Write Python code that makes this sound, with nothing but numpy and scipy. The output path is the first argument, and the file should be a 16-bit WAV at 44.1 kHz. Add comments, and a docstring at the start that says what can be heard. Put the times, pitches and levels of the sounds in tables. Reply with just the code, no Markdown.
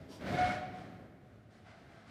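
"""Light scrapes and dull knocks sound over an excavator's steady hum at a scrap yard.
After a short hiss, its hydraulic shear drags through the wall of a big steel tank: the sheet
buckles with a low surge, and the jaw grinds in tiny slips and briefly squeals as they lock
to a mode of the wall. The hollow tank rings on under more scrapes and knocks."""
import sys
import numpy as np
from scipy import signal
from scipy.fft import rfft, irfft, next_fast_len
from scipy.io import wavfile
from scipy.ndimage import map_coordinates

SR = 44100
rng = np.random.default_rng(int(sys.argv[2]) if len(sys.argv) > 2 else 0)


def generate_wav(signal):
    """Clip the signal to [-1, 1] and save it as 16-bit WAV at the path in sys.argv[1]."""
    frames = np.transpose(np.atleast_2d(signal))
    scaled = np.clip(frames, -1, 1) * 32767
    pcm = np.round(scaled).astype(np.int16)
    wavfile.write(sys.argv[1], SR, pcm)


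N = 92610

# Grinding envelope, also drives the tank modes: time_s, level_db
GRIND_ENVELOPE = [(.18, -68.5), (.215, -48.5), (.248, -49), (.272, -42.5), (.37, -42), (.39, -39),
                  (.47, -39), (.545, -42.5), (.59, -49.5), (.68, -63.5), (.9, -75.5)]


def amp(db):
    """Decibels to gain."""
    return 10 ** (np.asarray(db) / 20)


def unit(x):
    """Scale to rms 1."""
    return x / np.sqrt(np.mean(x ** 2) + 1e-20)


def time_s():
    """Time of each sample."""
    return np.arange(N) / SR


def along(points, hz):
    """Interpolate (freq_hz, value) points on a log axis."""
    freq_hz, values = np.transpose(points)
    return np.interp(np.log(hz + 1), np.log(freq_hz + 1), values)


def curves(rows):
    """Per-sample curve for each column after the time."""
    knots_s, *columns = np.transpose(rows)
    return [np.interp(time_s(), knots_s, column) for column in columns]


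def wobble(knots_per_s):
    """Smooth random curve."""
    return map_coordinates(rng.standard_normal(N // 20), [time_s() * knots_per_s], mode="wrap")


def filtered(x, response):
    """Apply a gain given as a function of frequency."""
    size = next_fast_len(N + SR // 2)
    return irfft(rfft(x, size) * response(np.fft.rfftfreq(size, 1 / SR)), size)[:N]


def coloured(x, spectrum, tilt_db_per_oct=0):
    """Shape x by (freq_hz, gain_db) points and a tilt; rms 1."""
    def response(hz):
        octaves = np.log2(np.maximum(hz, spectrum[0][0]))
        return amp(along(spectrum, hz) + tilt_db_per_oct * octaves)
    return unit(filtered(x, response))


def stroke(start_s, rise_s, hold_s, t60_s):
    """Linear rise, hold, exponential release."""
    age_s = time_s() - start_s
    release = amp(-60 * np.maximum(age_s - rise_s - hold_s, 0) / t60_s)
    return np.clip(age_s / rise_s, 0, 1) * release


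def tone(hz, roughness, flutter_hz):
    """Partial of rms near 1; roughness (0-1) is the share that flutters in level and phase."""
    carrier = np.exp(2j * np.pi * np.cumsum(hz + np.zeros(N)) / SR)
    flutter = 1 - roughness + roughness * (wobble(flutter_hz) + 1j * wobble(flutter_hz))
    return np.real(carrier * flutter) / np.sqrt((1 - roughness) ** 2 / 2 + roughness ** 2)


def slips(rate_per_s=4000, scatter_db=1.5):
    """Dense tiny slips of steel on steel, of scattered size."""
    onsets = rng.random(N) < rate_per_s / SR
    return onsets * amp(scatter_db * rng.standard_normal(N)) * rng.choice([-1, 1], N)


def with_tank_ring(x, ring_db):
    """Add the dense ring of the hollow tank, longest in the bass."""
    # Tank decay: freq_hz, t60_s
    decay = [(80, 3.3), (250, 1.2), (700, 1.72), (2000, 1.53), (5000, 0.87), (12000, 0.48)]
    hz, age_s, noise = signal.stft(rng.standard_normal(N), SR, nperseg=512)
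    t60_s = along(decay, hz)[:, None]
    _, tail = signal.istft(noise * amp(-60 * age_s / t60_s) / np.sqrt(t60_s), SR, nperseg=512)
    return x + amp(ring_db) * signal.fftconvolve(x, tail / np.linalg.norm(tail))[:N]


def excavator(rumble_db=-61):
    """The running machine rumbles and hums steadily."""
    # Rumble spectrum: freq_hz, gain_db
    spectrum = [(25, -45), (45, -16.5), (65, -10), (110, -6), (150, -10), (200, -10.5), (300, -11.5),
                (480, -18.5), (700, -17.5), (900, -30.5), (1500, -26.5), (2800, -36), (6000, -46),
                (14000, -55.5)]
    # Hum partials: pitch_hz, level_db
    partials = [(108, -68.5), (180, -75.5), (216, -73.5)]
    rumble = amp(rumble_db + 1.8 * wobble(8.73)) * coloured(rng.standard_normal(N), spectrum)
    hum = sum(amp(db) * tone(hz, roughness=0.26, flutter_hz=14) for hz, db in partials)
    return rumble + hum


def hiss(level_db=-57.5):
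    """Short bright hiss as the jaw starts to move."""
    # Hiss spectrum: freq_hz, gain_db
    spectrum = [(500, -3), (1000, 9.5), (1500, -14), (3200, 2.5), (4400, -2.5), (4800, 7), (5150, -5),
                (5500, 4), (6300, -6.5), (9000, -8), (10300, -14), (13000, -15), (15000, -27)]
    envelope = stroke(start_s=0.08, rise_s=0.04, hold_s=0.04, t60_s=0.24)
    return amp(level_db) * envelope * coloured(rng.standard_normal(N), spectrum)


def knocks(half_width_oct=0.63):
    """The wall flexes with dull thuds."""
    # Thuds: start_s, level_db, pitch_hz
    thuds = [(0.0, -48, 94), (0.081, -48, 297), (.108, -54, 100), (.208, -51.5, 90), (.325, -41.5, 247),
             (0.423, -39.5, 96), (0.786, -50, 100), (0.839, -52.5, 250), (2.075, -47.5, 155)]
    out = np.zeros(N)
    for start_s, level_db, pitch_hz in thuds:
        noise = rng.standard_normal(N)
        band = filtered(noise, lambda hz: 1 / (1 + (np.log2((hz + 1) / pitch_hz) / half_width_oct) ** 4))
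        out += amp(level_db) * stroke(start_s, rise_s=0.0036, hold_s=0, t60_s=0.21) * unit(band)
    return out


def scrapes():
    """The jaw shifts lightly against the torn edge."""
    # Jaw shifts: start_s, rise_s, hold_s, t60_s, level_db, tilt_db_per_oct
    shifts = [(0.0, 0.0021, 0.015, .5, -64.5, 0.8), (0.719, .035, 0.055, 0.27, -59.5, 1.5),
              (1.497, .015, 0.043, 0.33, -69, 3), (1.636, 0.029, 0.049, 0.14, -60, 0.5),
              (1.735, 0.028, 0.051, 0.4, -69.5, 1.5), (1.842, 0.087, 0.043, 0.89, -65, 1.5),
              (2.058, .02, 0.072, 0.47, -63, 3)]
    # Scrape spectrum: freq_hz, gain_db
    spectrum = [(150, -18.5), (480, -7), (680, 11.5), (950, -1), (1400, 3.5), (2100, -0.5), (2700, -8.5),
                (4200, -11), (7000, -23), (10000, -31), (15000, -64)]
    out = np.zeros(N)
    for *timing_s, level_db, tilt_db_per_oct in shifts:
        out += amp(level_db) * stroke(*timing_s) * coloured(slips(), spectrum, tilt_db_per_oct)
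    return with_tank_ring(out, ring_db=2.5)


def tank_modes(gain_db=-10.5):
    """Each mode stores grinding energy and releases it at its own rate."""
    # Clearest tank modes: pitch_hz, relative_db, t60_s
    modes = [(105, 0.5, 0.86), (182, -6, 3.4), (213.4, -10.5, 0.67), (300.8, -16, 0.91), (344, -14, 1.5),
             (607, 4, 0.37), (741, -5.5, 3.05), (1080, -11, 1.3), (1300, -9.5, 0.37), (1457, -11.5, 0.75),
             (1536, -18.5, 0.52), (1574, -20, 0.4)]
    grind_db, = curves(GRIND_ENVELOPE)
    power = amp(grind_db) ** 2
    out = np.zeros(N)
    for pitch_hz, relative_db, t60_s in modes:
        retention = amp(-60 / (t60_s * SR)) ** 2
        energy = signal.lfilter([1 - retention], [1, -retention], power)
        partial = tone(pitch_hz, roughness=0.55, flutter_hz=16.1)
        out += amp(relative_db + gain_db) * np.sqrt(energy) * partial
    return out


def buckling():
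    """The wall crumples in a low, noisy surge."""
    # Surge envelope: time_s, level_db
    envelope = [(.185, -54.5), (.215, -44.5), (.29, -40), (.345, -37.5), (.38, -45), (.45, -44), (.53, -46),
                (.62, -53.5), (.8, -53), (1.05, -57.5), (1.4, -73)]
    # Surge spectrum: freq_hz, gain_db
    spectrum = [(25, -22), (45, -36.5), (62, -10.5), (100, 1), (150, -2), (200, -2), (330, -4.5),
                (480, -12), (640, -6), (900, -37.5), (2500, -49)]
    level_db, = curves(envelope)
    surge = amp(level_db) * coloured(rng.standard_normal(N), spectrum)
    return with_tank_ring(surge, ring_db=-4.5)


def grinding(dull_cutoff_hz=3460, dull_below_db=-54.5, bright_range_db=11):
    """The jaw tears along the sheet in a stream of slips, brighter the harder it presses."""
    # Grinding spectrum: freq_hz, gain_db
    spectrum = [(200, 1), (480, -8.5), (600, 6.5), (760, 2), (950, -7.5), (1400, -1), (2200, -3.5),
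                (2600, -9), (4000, -12.5), (7000, -25.5), (10000, -32.5), (15000, -60)]
    level_db, = curves(GRIND_ENVELOPE)
    bright = coloured(slips(), spectrum)
    dull = filtered(bright, lambda hz: 1 / np.sqrt(1 + (hz / dull_cutoff_hz) ** 2))
    bite = np.clip((level_db - dull_below_db) / bright_range_db, 0, 1)
    tearing = amp(level_db + 0.35 * wobble(46.7)) * (dull + bite * (bright - dull))
    return with_tank_ring(tearing, ring_db=-6.5)


def squeal(loose_db=-43, firm_db=-32, overtone_knee_db=-37.5, growth_db_per_db=2.1):
    """Stick-slip locks to one wall mode: a note with rough overtones, wavering as the grip loosens."""
    # Stick-slip note: time_s, pitch_hz, level_db
    note = [(.29, 712, -62), (.345, 721, -38), (.365, 724, -45), (.394, 730, -30), (.437, 728, -28),
            (.49, 729, -35), (.56, 731, -42.5), (.64, 733, -46), (.7, 734, -53), (.82, 731, -53.5),
            (.87, 735, -80)]
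    # Harmonics 2 and 3: relative_db, roughness
    overtones = [(-6, 0.6), (-8, 0.37)]
    pitch_hz, level_db = curves(note)
    waver = np.interp(level_db, [loose_db, firm_db], [0.4, 0.05])
    out = amp(level_db) * tone(pitch_hz, roughness=waver, flutter_hz=44.9)
    overtone_db = overtone_knee_db + growth_db_per_db * np.minimum(level_db - overtone_knee_db, 0)
    for harmonic, (relative_db, roughness) in enumerate(overtones, 2):
        out += amp(overtone_db + relative_db) * tone(harmonic * pitch_hz, roughness, flutter_hz=69.6)
    sounding = (time_s() > note[0][0]) & (time_s() < note[-1][0])
    return with_tank_ring(out * sounding, ring_db=-23.5)


def scene():
    """All sources, summed to mono."""
    cut = grinding() + tank_modes() + buckling() + squeal()
    return (cut + scrapes() + knocks() + hiss() + excavator())[None]


def record(dry):
    """The microphone sheds the deepest bass and everything above its band limit."""
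    low_cut_hz, band_limit_hz = 45, 15150
    highpass = signal.butter(2, low_cut_hz, "highpass", fs=SR, output="sos")
    return np.array([filtered(signal.sosfilt(highpass, x), lambda hz: hz < band_limit_hz) for x in dry])


dry = scene()
out = record(dry)
generate_wav(out)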